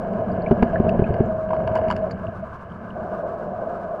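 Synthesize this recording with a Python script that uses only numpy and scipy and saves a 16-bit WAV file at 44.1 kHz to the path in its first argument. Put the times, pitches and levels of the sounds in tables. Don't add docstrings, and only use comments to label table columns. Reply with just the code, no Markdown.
import sys
import numpy as np
from scipy import signal
from scipy.fft import rfft, irfft
from scipy.io import wavfile
from scipy.ndimage import uniform_filter1d, minimum_filter1d

SR = 44100
rng = np.random.default_rng(int(sys.argv[2]) if len(sys.argv) > 2 else 0)


def to_wav(sig):
    pcm = np.clip(np.atleast_2d(sig), -1, 1) * 32767
    pcm = np.round(pcm).astype(np.int16)
    wavfile.write(sys.argv[1], SR, pcm.T)


N = 176400


def water():
    # (time [s], level [dB])
    rumble_level = [(0, -40), (.42, -34.5), (.8, -29), (1.17, -30.5), (1.45, -38), (1.68, -31),
                    (2.28, -38.5), (2.6, -42.5), (4, -46)]
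    boom_level = [(0, -31), (.9, -24.5), (1.28, -29), (1.451, -35.5), (1.85, -29), (2.3, -36),
                  (2.64, -47.5), (2.72, -37.5), (4, -39)]
    wash_level = [(0, -28.5), (.45, -27), (.95, -26), (1.25, -27.5), (1.42, -32.5), (1.54, -26),
                  (1.9, -28.5), (2.05, -27.5), (2.15, -37), (2.58, -45), (2.945, -39.5), (2.957, -29),
                  (3.7, -29.5), (4, -31.5)]
    # (frequency [Hz], relative density [dB])
    rumble_spectrum = [(17, -6), (38, -5.5), (80, 3), (120, 4.5), (165, -6), (320, -35)]
    boom_spectrum = [(125, -16.5), (182, 1.5), (224, -2), (278, -19), (384, -12.5), (484, -15),
                     (1150, -64.5)]
    wash_spectrum = [(150, -31), (300, -11.5), (380, -6.5), (500, -4.5), (580, 1), (640, 6), (695, 3.5),
                     (770, -9.5), (900, -14.5), (1030, -12.5), (1300, -34), (1700, -28), (2000, -105.5)]
    background_spectrum = [(400, -6.5), (800, -6), (1035, 3), (1255, 0), (1390, -5), (1520, 0.5),
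                           (1660, -9.5), (1875, -25), (2085, -24), (3400, -35.5), (4830, -38),
                           (14000, -54.5)]
    rumble = level(rumble_level) * turbulence(rumble_spectrum, flicker_db=1.47)
    boom = level(boom_level) * turbulence(boom_spectrum, flicker_db=1.47)
    wash = level(wash_level) * turbulence(wash_spectrum, flicker_db=1.5)
    background = from_db(-41.5) * turbulence(background_spectrum, flicker_db=2)
    return rumble + boom + wash + background


def case_tone():
    # (time [s], level [dB])
    tone_level = [(1.24, -53.5), (1.3, -22), (1.42, -31.5), (1.52, -22.5), (1.58, -26), (1.86, -26.5),
                  (1.95, -37.5), (1.99, -27), (2.055, -21.5), (2.09, -68)]
    tone_hz, wander_hz, flutter_db = 635, 3.48, 2
    t = np.arange(N) / SR
    wave = np.sqrt(2) * sine(tone_hz + wander_hz * drift(39.2))
    sounding = (t > tone_level[0][0]) & (t < tone_level[-1][0])
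    return wave * level(tone_level) * sounding * from_db(flutter_db * drift(45))


def grip_knocks():
    # (time [s], impulse [dB], hardness [Hz])
    pushes = [(0.5103, 5.5, 910), (.523, -9, 434), (.625, 1, 2190), (0.629, -2.5, 1200), (0.8, -6, 603),
              (0.868, -19.5, 1100), (0.9936, -5, 673), (1.021, -9, 440), (1.105, -13.5, 356),
              (1.2041, -2, 540), (2.286, -25.5, 305)]
    # (frequency [Hz], gain [dB], t60 [s])
    modes = [(73.6, 5, 0.0099), (180, -1.5, 0.03), (233, -4.5, 0.063), (376, 3.5, 0.025),
             (643, -10.5, 0.029), (1060, -22, 0.0045)]
    release_s, release_share = 0.0036, 0.22
    force, t = np.zeros(N), np.arange(SR // 50) / SR
    for s, db, hardness_hz in pushes:
        push = t * np.exp(-4 * np.pi * hardness_hz * t)
        push = from_db(db) * push / push.sum()
        add(force, s, -push)
        add(force, s + release_s, release_share * push)
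    return sum(from_db(db) * ring(force, hz, t60_s) for hz, db, t60_s in modes)


def case_rubs():
    # (time [s], peak level [dB])
    rubs = [(0.728, -19), (0.877, -18), (1.745, -19), (2.233, -27), (2.276, -28), (2.422, -26.5)]
    rub_hz, wander_hz, rub_s = 642.7, 13.1, 0.027
    out = np.zeros(N)
    wave = np.sqrt(2) * sine(rub_hz + wander_hz * drift(71.6))
    swell = np.sin(np.linspace(0, np.pi, int(rub_s * SR)))
    for s, db in rubs:
        add(out, s, from_db(db) * swell * wave[int(s * SR):][:len(swell)])
    return out


def shell_ticks():
    # (time [s], relative level [dB], tilt [dB/octave])
    ticks = [(0.133, -49, 8), (0.5146, -31, -7.5), (0.6262, -21, -4.5), (0.63, -26, -3.5),
             (0.8933, -28.5, 1.5), (1.142, -36, -3), (1.508, -36, -6), (1.534, -38.5, -8.5),
             (1.676, -28.5, -1), (1.7547, -30, 4.5), (1.7607, -32, -5), (1.768, -35.5, -5.5),
             (1.7755, -37, 5.5), (1.8844, -35, 2), (1.903, -23, -2), (1.9126, -21.5, 2.5),
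             (1.925, -28, 0.5), (1.9655, -32, 5.5), (2.1107, -34, 2.5)]
    # (frequency [Hz], gain [dB])
    resonances = [(560, 2.5), (1010, 13), (1340, 1.5), (1610, 6), (1880, -8), (2130, -3), (2500, -11.5),
                  (2950, -3.5), (3450, -24.5), (4150, -26.5), (4620, -15.5), (6150, -36.5), (7100, -28.5),
                  (8250, -47.5), (9500, -36.5), (14100, -61)]
    gain_db, pivot_hz = 18.5, 2800
    slip_s, tail_s, tail_share, catch_db = 0.001044, 0.01, 0.059, 4.5
    out, t = np.zeros(N), np.arange(SR // 10) / SR
    lead = len(t) // 4
    slip = t / slip_s * np.exp(-t / slip_s)
    tail = tail_share * np.exp(-t / tail_s)
    catches = from_db(catch_db * drift(280))
    hz = np.maximum(np.arange(len(t) // 2 + 1) * SR / len(t), 1)
    shell_hz, shell_db = np.transpose(resonances)
    shell = from_db(np.interp(np.log(hz), np.log(shell_hz), shell_db))
    shell /= 1 + (shell_hz[0] / hz) ** 4
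    scrape = [(s, -43.5 + 3 * rng.standard_normal(), -5) for s in rng.uniform(1.49, 1.94, size=26)]
    for s, db, tilt_db_per_oct in ticks + scrape:
        envelope = slip + tail * catches[int(s * SR):][:len(t)]
        grit = np.roll(envelope * rng.standard_normal(len(t)), lead)
        tilted_gain = from_db(db + gain_db + tilt_db_per_oct * np.log2(hz / pivot_hz))
        add(out, s - slip_s - lead / SR, irfft(rfft(grit) * shell * tilted_gain))
    return out


def ringing_shell(ticks):
    # (frequency [Hz], gain at resonance [dB], t60 [s])
    modes = [(1032, -3, 0.028), (2954, -2, 0.037), (4700, -1, 0.12)]
    return ticks + sum(from_db(db) * 2 * np.log(1000) / (t60_s * SR) * ring(ticks, hz, t60_s)
                       for hz, db, t60_s in modes)


def shell_taps():
    # (time [s], pitch [Hz], peak level [dB])
    taps = [(.6265, 2220, -25.5), (0.8928, 2695, -26.5), (2.2688, 2800, -40), (2.700, 3030, -53),
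            (2.719, 3070, -50), (2.905, 2900, -42)]
    rise_s = 0.001
    out, t = np.zeros(N), np.arange(SR // 50) / SR
    envelope = t / rise_s * np.exp(1 - t / rise_s)
    for s, hz, db in taps:
        add(out, s, from_db(db) * envelope * np.sin(2 * np.pi * hz * t))
    return out


def bubbles():
    # (time [s], starting pitch [Hz], level [dB])
    pings = [(0.317, 4670, -51), (0.4195, 4500, -47), (0.4627, 2380, -26), (.757, 1663, -16.5),
             (1.041, 2570, -29.5), (1.257, 7000, -59), (2.112, 4480, -36), (2.113, 6680, -53)]
    attack_s, t60_s, rise_per_s = 0.00082, 0.034, 3.5
    out, t = np.zeros(N), np.arange(SR // 25) / SR
    envelope = (1 - np.exp(-t / attack_s)) * np.exp(-np.log(1000) * t / t60_s)
    wobble = 0.046 * drift(500)
    for s, hz, db in pings:
        pitch_hz = hz * (1 + rise_per_s * t + wobble[int(s * SR):][:len(t)])
        add(out, s, from_db(db) * envelope * sine(pitch_hz))
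    return out


def crackle():
    # (time [s], level [dB])
    crackle_level = [(0, -52), (.7, -45.5), (1.2, -46.5), (1.36, -55.5), (1.85, -46), (2.2, -54),
                     (4, -58.5)]
    # (frequency [Hz], relative density [dB])
    spectrum = [(940, -16), (1650, 20.5), (1900, -0.5), (2120, 5.5), (2450, -1), (2930, 1), (3150, -6.5),
                (3430, -23.5), (4700, -18.5), (5600, -33.5), (11500, -46)]
    grains_per_s, spread_db = 2000, 3
    onsets = rng.random(N) < grains_per_s / SR
    sizes = from_db(spread_db * np.minimum(rng.exponential(1, N), 5))
    signs = rng.choice([-1, 1], N)
    return level(crackle_level) * colour(onsets * sizes * signs, spectrum)


def turbulence(spectrum, flicker_db):
    return colour(rng.standard_normal(N), spectrum) * from_db(flicker_db * drift(23))


def colour(x, spectrum):
    hz, db = np.transpose(spectrum)
    bins_hz = np.maximum(np.arange(N // 2 + 1) * SR / N, 1)
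    gain = from_db(np.interp(np.log(bins_hz), np.log(hz), db))
    roll_off = 1 / np.maximum(bins_hz / hz[-1], 1) ** 4
    return unit_rms(irfft(rfft(x) * roll_off * gain, N))


def drift(rate_hz):
    hz = np.arange(N // 2 + 1) * SR / N
    return unit_rms(irfft(rfft(rng.standard_normal(N)) / (1 + (hz / rate_hz) ** 2) ** 2, N))


def ring(x, hz, t60_s):
    r, w = np.exp(-np.log(1000) / (t60_s * SR)), 2 * np.pi * hz / SR
    return signal.lfilter([0, np.sin(w)], [1, -2 * r * np.cos(w), r * r], x + 1e-18)


def level(rows):
    s, db = np.transpose(rows)
    return from_db(np.interp(np.arange(N) / SR, s, db))


def sine(hz):
    return np.sin(2 * np.pi * np.cumsum(hz) / SR)


def from_db(db):
    return 10 ** (np.asarray(db) / 20)


def unit_rms(x):
    return x / np.sqrt(np.mean(x ** 2) + 1e-20)


def add(out, start_s, x):
    i = int(start_s * SR)
    out[i:i + len(x)] += x[:N - i]


def scene():
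    mix = (water() + crackle() + case_tone() + case_rubs() + grip_knocks()
           + ringing_shell(shell_ticks()) + shell_taps() + bubbles())
    return mix[None]


def record(dry):
    ceiling, reaction_s, stopband_hz = 0.62, 0.00076, 15800
    window = int(reaction_s * SR)
    gain = minimum_filter1d(ceiling / np.maximum(np.abs(dry), ceiling), window)
    gain = uniform_filter1d(uniform_filter1d(gain, window // 2), window // 2)
    low_pass = signal.cheby2(12, 70, stopband_hz, fs=SR, output="sos")
    return signal.sosfilt(low_pass, dry * gain)


dry = scene()
out = record(dry)
to_wav(out)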